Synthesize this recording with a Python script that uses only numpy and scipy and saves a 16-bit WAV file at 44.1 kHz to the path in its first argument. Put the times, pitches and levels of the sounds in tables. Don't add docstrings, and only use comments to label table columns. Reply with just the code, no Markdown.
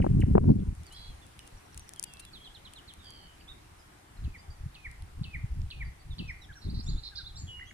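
import sys
import numpy as np
from scipy import signal
from scipy.fft import rfft, irfft, next_fast_len
from scipy.io import wavfile
from scipy.ndimage import uniform_filter1d

SR = 44100
rng = np.random.default_rng(int(sys.argv[2]) if len(sys.argv) > 2 else 0)


def elevation(decibels):
    levels = np.asarray(decibels, float)
    return 10 ** (levels / 20)


def materialize(psi):
    bounded = np.clip(np.atleast_2d(psi).T, -1, 1)
    quanta = np.round(bounded * 32767).astype(np.int16)
    wavfile.write(sys.argv[1], SR, quanta)


N = 340893

# after_onset_s, pitch_hz, level_db
SLUR_CURVE = [(0, 3400, 1), (.003, 4496, -16), (.006, 4440, -0.5), (.012, 2930, 0), (0.022, 2542, -8),
              (0.092, 2462, -8), (.108, 2313, 12.5), (0.123, 1922, 13), (.133, 1690, -2), (.138, 1700, -33)]
# start_s, level_db, pitch_factor, extra_drop_db
SLURS = [
    (4.24, -63.5, 1.02, 6),
    (4.745, -54.5, 1.004, 3.5),
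    (5.235, -53, 1.034, 7),
    (5.704, -54, 1.002, 11),
    (6.184, -52.5, 1.04, 11),
]
# from_peak_s, share_of_rise, level_db
FLICK_CURVE = [(-.036, .01, -22), (-.03, .02, -9), (-.018, .12, -8), (-.009, .42, 1), (0, 1, -4),
               (.006, .5, -4), (.012, .15, -14)]
# peak_s, peak_hz, level_db
FLICKS = [
    (6.707, 4880, -49),
    (6.804, 5120, -43),
    (6.898, 4720, -44),
    (6.991, 4500, -48),
    (7.184, 4590, -43.5),
    (7.278, 4320, -43.5),
    (7.379, 4830, -47.5),
]
# start_s, length_s, start_hz, level_db
BUZZES = [
    (6.61, 0.065, 4220, -56.5),
    (6.737, 0.065, 4270, -52),
    (6.907, 0.036, 3980, -52),
    (7.009, 0.051, 4200, -64),
    (7.028, .07, 4080, -45),
    (7.152, 0.043, 4610, -47),
    (7.168, 0.057, 3950, -47),
]
# start_s, length_s, start_hz, end_hz, level_db
FAST_TRILLS = [(.95, .145, 4060, 4050, -50), (1.085, .04, 4150, 4050, -58), (.93, .18, 4600, 4420, -56.5),
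               (.945, .04, 5150, 5100, -57), (.98, .08, 4900, 4800, -64), (6.862, .045, 6950, 6850, -53),
               (7.385, .05, 6850, 6750, -50), (7.435, .05, 6750, 6700, -58), (7.4, .05, 7450, 7400, -58),
               (7.466, .06, 3330, 3220, -52), (7.395, .045, 4400, 4480, -53)]
SLOW_TRILLS = [
    (3.025, .27, 4720, 4430, -52),
    (2.985, .09, 3850, 3350, -55),
    (3.015, .36, 3250, 2980, -52),
    (7.61, .12, 2900, 2900, -52),
]
# start_s, length_s, start_hz, end_hz, level_db
WARBLES = [
    (.935, .175, 3310, 3400, -55),
    (1.1, .035, 3350, 3150, -61),
    (2.055, .115, 3300, 3340, -61),
    (2.39, .145, 3250, 3400, -57.5),
]
FALL = (0.034, -0.2)
HOOK = (0.109, -0.026)
ARCH = (-0.102, -0.072)
RISE = (-0.0824, 0.092)
CHIRP = (.31, -0.21)
DROP = (0.22, -0.53)
TSIP = (0.042, -0.066)
DIP = (.14, 0.06)
CROOK = (-0.032, -0.106)
# start_s, length_s, middle_hz, level_db, sweep
FALLS = [
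    (0.594, 0.01, 3450, -58.5, .6),
    (4.168, 0.015, 4150, -64, 0.82),
    (0.855, 0.042, 4580, -60.5, 0.73),
    (3.408, 0.0065, 2930, -58.5, 1.1),
    (6.409, 0.052, 3750, -58.5, 1.23),
    (7.281, 0.03, 3530, -59, 0.77),
    (7.592, 0.0095, 2000, -48.5, 1.5),
    (7.707, 0.0092, 2070, -49.5, 1.9),
]
# start_s, length_s, middle_hz, level_db, sweep
HOOKS = [
    (0.488, 0.036, 4250, -63, 1.5),
    (1.214, 0.034, 3460, -61.5, 0.61),
    (1.391, 0.02, 2930, -59, 0.96),
    (1.961, 0.035, 3160, -59.5, 0.91),
    (6.1, 0.047, 3555, -57, 1.5),
    (7.477, 0.14, 2899, -49, 0.32),
]
# start_s, length_s, middle_hz, level_db, sweep
ARCHES = [
    (3.395, 0.034, 4730, -66.5, 0.7),
    (7.661, 0.043, 3330, -60, 1.1),
    (3.473, 0.057, 3780, -50, 1.8),
    (4.378, 0.034, 4890, -63.5, 0.99),
    (4.5, 0.026, 4750, -59.5, 0.6),
    (7.607, 0.03, 2070, -44.5, 2.1),
]
# start_s, length_s, middle_hz, level_db, sweep
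RISES = [
    (0.9, 0.079, 3190, -59, 1.48),
    (6.521, 0.026, 3720, -61, 2.8),
    (6.827, 0.018, 5500, -56.5, 0.57),
    (6.859, .016, 5550, -58, .3),
    (7.356, .018, 5500, -56, 0.4),
    (7.38, .028, 5600, -58, .12),
    (0.908, 0.05, 4100, -62, .5),
    (2.74, .022, 2800, -69, .5),
    (7.65, 0.076, 6360, -66, 1.2),
]
# start_s, length_s, middle_hz, level_db
DIPS = [
    (1.41, 0.082, 2750, -69),
    (2.034, .22, 2677, -63),
]
# start_s, length_s, middle_hz, level_db
CHIRPS = [
    (2.324, 0.064, 3700, -52.5),
    (2.438, 0.051, 3490, -53.5),
    (2.542, 0.04, 3550, -54),
    (2.645, 0.041, 3460, -52),
    (2.753, .05, 3440, -53),
    (2.874, 0.046, 3600, -51.5),
]
# start_s, middle_hz, level_db
DROPS = [
    (0.015, 2570, -44.5),
    (0.213, 2560, -43.5),
]
# start_s, middle_hz, level_db
TSIPS = [
    (1.402, 5400, -68),
    (1.571, 5730, -62),
    (1.655, 5600, -70),
    (1.724, 5680, -64),
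    (1.797, 5960, -56.5),
    (1.876, 5570, -61.5),
]
# start_s, middle_hz, level_db
SEEPS = [(2.055, 4740, -65), (2.215, 3970, -63), (2.254, 3420, -61), (3.785, 5000, -69), (6.585, 5500, -69),
         (5.84, 4670, -67), (5.99, 4520, -68), (6.125, 5550, -71), (6.273, 5450, -61.5),
         (6.412, 5500, -66.5), (6.552, 5640, -61.5)]
# start_s, middle_hz, level_db
CROOKS = [
    (6.832, 7200, -56),
    (7.354, 7450, -57),
]
# start_s, middle_hz, level_db
COOS = [
    (6.486, 1654, -53.5),
    (6.549, 1600, -58),
    (7.111, 1610, -59),
    (7.179, 1565, -55.5),
]
DROP_S, TSIP_S, SEEP_S, CROOK_S, COO_S = .015, 0.017, 0.047, 0.079, 0.0392
FAST_PER_S, SLOW_PER_S, BUZZ_PER_S, BUZZ_SAG = 96, 76, 93, .02

# band_hz, t60_s
SHRUB_DECAY = [(1500, 0.49), (3000, 0.44), (6000, 0.57)]
# band_hz, level_db
ECHO_COLOUR = [(1500, 4), (2500, 0.5), (3500, 0.5), (4500, -2.5), (7000, 4.5)]

# full_s, hold_s, strength_db, turbulence_db
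GUSTS = [(0, 0.043, -23.5, 9.5), (0.069, .17, -23, 4.5), (0.285, 0.32, -31, 13.5), (0.352, 0.048, -20, 4.5),
         (0.486, 0.02, -18, 11.5), (0.67, 0.037, -28.5, 0.5), (0.793, 0.032, -39.5, -7),
         (1.093, 0.013, -42, -6), (1.547, .01, -48, -17), (1.766, 0.014, -44, -18),
         (4.217, 0.059, -36.5, -12), (4.506, 0.048, -45, -22), (4.64, 0.0065, -38, -6),
         (4.892, 0.008, -42.5, -20), (5.024, .01, -39, -17), (5.184, 0.095, -41.5, -4.5),
         (5.35, 0.12, -40, -10.5), (5.524, 0.13, -37, -10), (5.78, 0.098, -36, -23),
         (6.098, 0.0054, -36.5, -17), (6.207, 0.011, -44, 12.5), (6.248, 0.046, -38, -11),
         (6.504, 0.0081, -43.5, -13), (6.675, 0.13, -37.5, 2.5), (6.865, 0.098, -31, -7.5),
         (7.238, 0.009, -45.5, -25), (7.351, 0.09, -42, -26), (7.42, 0.053, -46.5, -2.5)]
RISE_DB_PER_S, FALL_DB_PER_S, EDDY_STEEPER, CALM_BUFFET_DB = 307, 277, 1.68, -64
# time_s, level_db
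BREEZE = [(.85, -53), (1.05, -49), (1.28, -61), (2.07, -60), (3.11, -59), (3.58, -56), (4.03, -69),
          (4.16, -58.5), (7.05, -54), (7.5, -48), (7.73, -56)]
# band_hz, density_db
RUMBLE = [(11, -32), (18, -2), (43, -3), (65, -1), (81, -3), (108, -8.5), (160, -16), (210, -52),
          (350, -120)]
BUFFET = [(50, -37.5), (90, 1.5), (130, -2.5), (190, -0.5), (260, -7.5), (420, -20), (700, -39),
          (1300, -61), (2500, -83)]
# band_hz, lead_rad
WIND_LEAD = [(0, 0), (600, 3.2), (1900, 6.2), (2600, 9.5), (22050, 30)]
# start_s, peak_db, pitch_hz
THUMPS = [(0.106, 2.5, 110), (0.162, -5, 137), (0.233, 2.5, 99), (0.348, 8, 172), (0.429, 1.5, 73.6),
          (0.492, 4, 140), (4.655, -15.5, 113), (5.208, -12.5, 142), (5.435, -11, 104), (6.196, -21, 170),
          (6.769, -11, 79), (7.429, -17.5, 97)]
# start_s, peak_db, length_ms
KNOCKS = [
    (0.003, -22.5, 2),
    (0.044, -19.5, 8.2),
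    (0.065, -16.5, 5.8),
    (0.236, -34, 0.87),
    (0.353, -11, 7.5),
    (0.372, -18, 2.5),
    (0.38, -7, 3.7),
    (0.442, -29.5, 3.4),
    (0.492, -24.5, 5),
]
# band_hz, density_db
KNOCK_COLOUR = [(150, 5), (400, 20), (900, 4), (1600, -15.5), (2600, -46), (4500, -57)]

# start_s, peak_db, length_ms
TICKS = [(1.4765, -39, 0.64), (1.745, -39, 0.91), (1.7754, -36.5, 4.7), (1.7954, -38, 0.86),
         (1.8918, -37, 2), (1.936, -33.5, 1.2), (1.996, -25.5, 1.5), (2.0277, -28, 1.5),
         (2.1375, -25.5, 0.12), (2.1703, -50, 2.2), (2.251, -43, 3), (2.7358, -43, 2.8), (2.9373, -41, 1.9),
         (3.1057, -38, 0.44)]
TICK_LOW_DB = -60
# start_s, peak_db, length_ms, below_5khz_db
SCRAPES = [(.602, -54, 1.5, -13), (.751, -51, 1.5, -27), (.834, -48, 1.7, -29.5), (0.867, -45, 1.5, -30),
           (.927, -48, 1.4, -30), (1.266, -50.5, 2.2, -32), (1.961, -44, 2.5, -20), (2.788, -52, 1.5, -30),
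           (3.046, -52, 1.5, -30), (4.914, -45.5, 2.2, -21), (5.0222, -47.5, 2.4, -17.5),
           (.203, -47, 14, -23), (0.923, -52.5, 28, -24), (1.392, -38.5, 1.05, -12.5),
           (5.617, -61, 1.8, -2.5), (1.466, -59.5, 22, -31), (2.0384, -30, 6.8, -25),
           (2.195, -44, 17.5, -21.5)]
# time_s, level_db
RUSTLE = [
    (0.0, -66.5),
    (0.39, -66),
    (1.96, -78),
    (1.99, -74),
    (2.4, -87.5),
]
# centre_hz, width_hz, level_db
HOUSING_MODES = [(5600, 4650, 0), (8930, 1630, -8), (14600, 1800, -3.5)]

# band_hz, density_db
AIR = [(15, -35), (25, -8), (170, -0.5), (200, -10), (317, -1.5), (489, -9.5), (677, -8), (754, -4),
       (863, -6), (2000, -10.5), (3620, -16.5), (4370, -17.5), (6380, -20), (9570, -19.5), (16000, -32.5)]
AIR_DB = -58.5
# band_hz, likeness
SAME = [(60, 1), (180, 1), (550, -0.34), (1650, 0.021), (4970, -0.057), (15000, -0.016)]
# time_s, level_db
AIR_SWELL = [(0.0, 2.5), (7.73, -1.3)]
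# band_hz, left_over_right_db
PORTS = [(150, 0.5), (400, 2.5), (900, 9), (2000, -0.5), (3000, -2), (4500, -7.5), (7000, 1.5), (9500, 19),
         (14000, -6)]


def evened(x):
    return x / np.sqrt(np.mean(x ** 2) + 1e-20)


def read(points, hz):
    f, value = np.transpose(points)
    return np.interp(np.log(hz + 1), np.log(f + 1), value)


def colour(x, points, share=1):
    size = next_fast_len(N + 4096)
    gain = elevation(share * read(points, np.fft.rfftfreq(size, 1 / SR)))
    return irfft(rfft(x, size) * gain, size)[..., :N]


def add(mix, s, sound, lag=0):
    for port, shift in enumerate((0, lag)):
        part = mix[port, max(round(s * SR) + shift, 0):][:len(sound)]
        part += sound[:len(part)]


def lumps(seconds):
    width = round(seconds * SR)
    once = uniform_filter1d(rng.standard_normal(N), width)
    return evened(uniform_filter1d(once, width))


def tone(hz):
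    return np.sqrt(2) * np.sin(2 * np.pi * np.cumsum(hz) / SR)


def slur(db, pitch, drop_db):
    s, hz, shape_db = np.transpose(SLUR_CURVE)
    t = np.arange(0, s[-1], 1 / SR)
    level_db = db + np.interp(t, s, shape_db) + drop_db * (t < .03)
    return elevation(level_db) * tone(pitch * np.interp(t, s, hz))


def flick(peak_hz, db):
    s, share, shape_db = np.transpose(FLICK_CURVE)
    t = np.arange(s[0], s[-1], 1 / SR)
    db = db + np.minimum(t, 0) * max(peak_hz - 4800, 0) * 3
    hz = 3500 + (peak_hz - 3500) * np.interp(t, s, share)
    return elevation(db + np.interp(t, s, shape_db)) * tone(hz)


def whistle(shape, length, middle_hz, db, sweep=1):
    u = np.linspace(0, 1, round(length * SR))
    bend = shape[0] * (1 - u) * (1 - 2 * u) + shape[1] * u * (2 * u - 1)
    hz = middle_hz * (1 + sweep * bend)
    breath = np.convolve(rng.standard_normal(len(u)), np.hanning(300))
    waver = evened(breath[150:150 + len(u)])
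    return elevation(db + 1.6 * waver) * tone(hz) * signal.windows.tukey(len(u), min(.5, .03 / length))


def trill(length, start_hz, end_hz, rate, db, sweep_hz, depth, fade_db, rough_db, voices=1, upper=0):
    u = np.linspace(0, 1, round(length * SR))
    out = 0
    for side in range(voices):
        turns = (rate * length * u + side) / voices
        strength, shift = rng.standard_normal((2, 60))[:, turns.astype(int)]
        gate = 1 - np.clip(depth, 0, 1) * np.cos(np.pi * turns) ** 2
        fall = np.cos(np.pi * (turns % 1)) / 2 + 0.0744 * shift
        hz = start_hz + (end_hz - start_hz) * u + sweep_hz * fall
        rasp = evened(np.convolve(rng.standard_normal(len(u)), np.hanning(90), "same"))
        level_db = db + 0.72 * strength + rough_db * rasp - fade_db * u
        out = out + elevation(level_db) * gate * (tone(hz) + upper * tone(hz + 1050))
    return out * signal.windows.tukey(len(u), .3)


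def birds():
    singer, others = np.zeros((2, 2, N))
    for s, *note in SLURS:
        add(singer, s, slur(*note), lag=-4)
    for shape, notes in ((FALL, FALLS), (HOOK, HOOKS), (ARCH, ARCHES), (RISE, RISES), (DIP, DIPS), (CHIRP, CHIRPS)):
        for s, *note in notes:
            add(others, s, whistle(shape, *note), lag=rng.integers(-4, 5))
    for shape, length, sweep, notes in ((DROP, DROP_S, 1, DROPS), (TSIP, TSIP_S, 1, TSIPS), (HOOK, SEEP_S, .5, SEEPS),
                                        (CROOK, CROOK_S, 1, CROOKS), (FALL, COO_S, 1, COOS)):
        for s, hz, db in notes:
            add(others, s, whistle(shape, length, hz, db, sweep), lag=rng.integers(-4, 5))
    for rate, fade_db, notes in ((FAST_PER_S, 4, FAST_TRILLS), (SLOW_PER_S, 10, SLOW_TRILLS)):
        for s, length, start_hz, end_hz, db in notes:
            note = trill(length, start_hz, end_hz, rate, db, sweep_hz=320, depth=.92, fade_db=fade_db, rough_db=1)
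            add(others, s, note, lag=-3)
    for s, length, start_hz, end_hz, db in WARBLES:
        note = trill(length, start_hz, end_hz, FAST_PER_S, db, sweep_hz=130, depth=.5, fade_db=3, rough_db=1.5)
        add(others, s, note, lag=-3)
    for s, length, hz, db in BUZZES:
        note = trill(length, hz, hz * (1 - BUZZ_SAG), BUZZ_PER_S, db, sweep_hz=1050, depth=1, fade_db=0,
                     rough_db=2.7, voices=2, upper=.22)
        add(others, s, note, lag=-3)
    for s, *note in FLICKS:
        add(others, s + FLICK_CURVE[0][0], flick(*note), lag=-3)
    flutter = elevation(0.6 * np.array([lumps(0.0019), lumps(0.0015)]))
    return singer * flutter, others * flutter


def leaves(x):
    t = np.arange(6000) / SR
    tail = rng.standard_normal((2, len(t))) * elevation(-60 * t / 0.19) * (t > .002)
    return signal.oaconvolve(x, tail / np.linalg.norm(tail[0]), axes=1)[:, :N]


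def shrubs(x):
    taps = np.zeros((2, SR // 2))
    at = np.arange(300, SR // 2 - 20, 20) + rng.integers(0, 20, (2, (SR // 2 - 301) // 20))
    np.put_along_axis(taps, at, rng.choice([-1., 1.], at.shape), 1)
    hz, t, z = signal.stft(taps, SR, nperseg=256)
    ring = 1 - np.exp(-(t / 0.031) ** 2) + 0.25 * np.exp(-((t - .075) / 0.031) ** 2)
    decay = elevation(-60 * t / read(SHRUB_DECAY, hz)[:, None])
    tail = signal.istft(z * ring * decay, SR, nperseg=256)[1]
    return signal.fftconvolve(x, tail / np.linalg.norm(tail[0]), axes=1)[:, :N]


def gusts():
    t = np.arange(0, N / SR + .002, .001)
    s, hold, db, eddy_db = np.transpose(GUSTS)[..., None]
    below_db = RISE_DB_PER_S * np.maximum(s - t, 0) + FALL_DB_PER_S * np.maximum(t - s - hold, 0)
    breeze = elevation(np.interp(t, *np.transpose(BREEZE)))
    rumble = np.maximum(elevation(db - below_db).max(0), breeze)
    buffet = np.maximum(elevation(db + eddy_db - EDDY_STEEPER * below_db).max(0), elevation(CALM_BUFFET_DB))
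    return [np.interp(np.arange(N) / SR, t, gain) for gain in (rumble, buffet)]


def knocks():
    mix, u = np.zeros((2, N)), np.arange(600) / SR
    for s, db, ms in KNOCKS:
        burst = rng.standard_normal(len(u)) * np.exp(-u / (ms / 2000))
        add(mix, s, elevation(db) * burst / np.linalg.norm(burst))
    return elevation(26.5) * colour(mix, KNOCK_COLOUR)


def trailing(x):
    size = next_fast_len(N + 4096)
    lag_rad = np.interp(np.fft.rfftfreq(size, 1 / SR), *np.transpose(WIND_LEAD))
    return irfft(rfft(x, size) * np.exp(-1j * lag_rad), size)[:N]


def wind():
    push, eddies = gusts()
    pressure = np.array([[1, 0.046], [1, 0.18]]) @ rng.standard_normal((2, N))
    rumble = evened(colour(pressure, RUMBLE)) * push * elevation(2.66 * lumps(0.014))
    shared, own = rng.standard_normal((2, N)) * eddies * elevation(4.83 * lumps(0.0089))
    scale = np.sqrt(np.mean(colour(rng.standard_normal(N), BUFFET) ** 2))
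    buffet = colour(np.array([shared, shared + 0.29 * own]), BUFFET) * elevation(-6.5) / scale
    mix = buffet + rumble + knocks()
    u = np.arange(2600) / SR
    for s, db, hz in THUMPS:
        add(mix, s, elevation(db - 11.0) * np.sin(2 * np.pi * hz * u) * np.exp(-((u - .009) / 0.0052) ** 2))
    return np.array([mix[0], trailing(mix[1])])


def band(x, lo_hz, hi_hz):
    return signal.sosfilt(signal.butter(3, [lo_hz, hi_hz], "band", fs=SR, output="sos"), x)


def housing():
    high, low = np.zeros((2, 2, N))
    u = np.arange(1200) / SR
    ticks = [(s, db, ms, min(TICK_LOW_DB - db, -13)) for s, db, ms in TICKS]
    for s, db, ms, low_db in ticks + SCRAPES:
        common, left, right = rng.standard_normal((3, len(u)))
        shape = np.exp(-(u / (ms / 1500)) ** 2)
        bursts = np.array([common + 2.4 * left, common + 3.5 * right]) * shape
        bursts *= np.linalg.norm(shape) / np.linalg.norm(bursts, axis=1, keepdims=True)
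        at = round(s * SR)
        high[:, at:at + len(u)] += elevation(db) * bursts
        low[:, at:at + len(u)] += elevation(db + low_db) * bursts
    edge = high.copy()
    s, db = np.transpose(RUSTLE)
    rustle_db = np.interp(np.arange(N) / SR, s, db, right=-120) + 1.8 * lumps(0.0063)
    high += rng.standard_normal((2, N)) * elevation(rustle_db)
    rung = 0
    for hz, width, db in HOUSING_MODES:
        rung = rung + elevation(db) * signal.lfilter(*signal.iirpeak(hz, hz / width, SR), high)
    body = elevation(4.5) * band(rung, 4870, 11100)
    return body + elevation(-12.5) * band(edge, 12000, 16400) + elevation(23.5) * band(low, 2430, 6060)


def air():
    frames, hz = N // 256 + 5, np.fft.rfftfreq(1024, 1 / SR)
    a, b, c, d, patches = rng.standard_normal((frames, 513, 5)).T
    patches = evened(uniform_filter1d(uniform_filter1d(patches, 12, 0), 14, 1))
    same = np.clip(read(SAME, hz), -1, 1)[:, None]
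    left = a + 1j * b
    right = same * left + np.sqrt(1 - same ** 2) * (c + 1j * d)
    z = np.array([left, right]) * elevation(read(AIR, hz)[:, None] + 1.17 * patches)
    z *= hz[:, None] < 15450
    return elevation(AIR_DB) * evened(signal.istft(z, nperseg=1024, noverlap=768)[1][:, :N])


def ports(x, share):
    return np.array([colour(x[0], PORTS, share / 2), colour(x[1], PORTS, -share / 2)])


def scene():
    singer, others = birds()
    echoes = shrubs(colour(elevation(-9.5) * singer + elevation(-13.5) * others, ECHO_COLOUR))
    echoes += leaves(elevation(-6.5) * singer + elevation(-6) * others)
    swell = elevation(np.interp(np.arange(N) / SR, *np.transpose(AIR_SWELL)))
    return ports(singer + others + wind() + housing(), 0.98) + echoes + ports(swell * air(), 0.26)


def low_pass(x):
    return signal.sosfilt(signal.butter(12, 16430, fs=SR, output="sos"), x)


def record(dry):
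    power_db = 10 * np.log10(abs(uniform_filter1d((dry ** 2).mean(0), 800)) + 1e-12)
    fall_db = np.arange(N) * 52.0 / SR
    held_db = np.maximum.accumulate(power_db + fall_db) - fall_db
    over_db = np.maximum(held_db + 23.5, 0)
    ducked = dry / elevation(0.38 * uniform_filter1d(over_db, 400))
    ducked *= np.minimum(np.arange(N) / 100, 1)
    limited = .6 * np.tanh(ducked / .6)
    narrow = signal.oaconvolve(limited, signal.firwin(127, 16300, fs=SR)[None], "same")
    return low_pass(narrow)


dry = scene()
out = record(dry)
materialize(out)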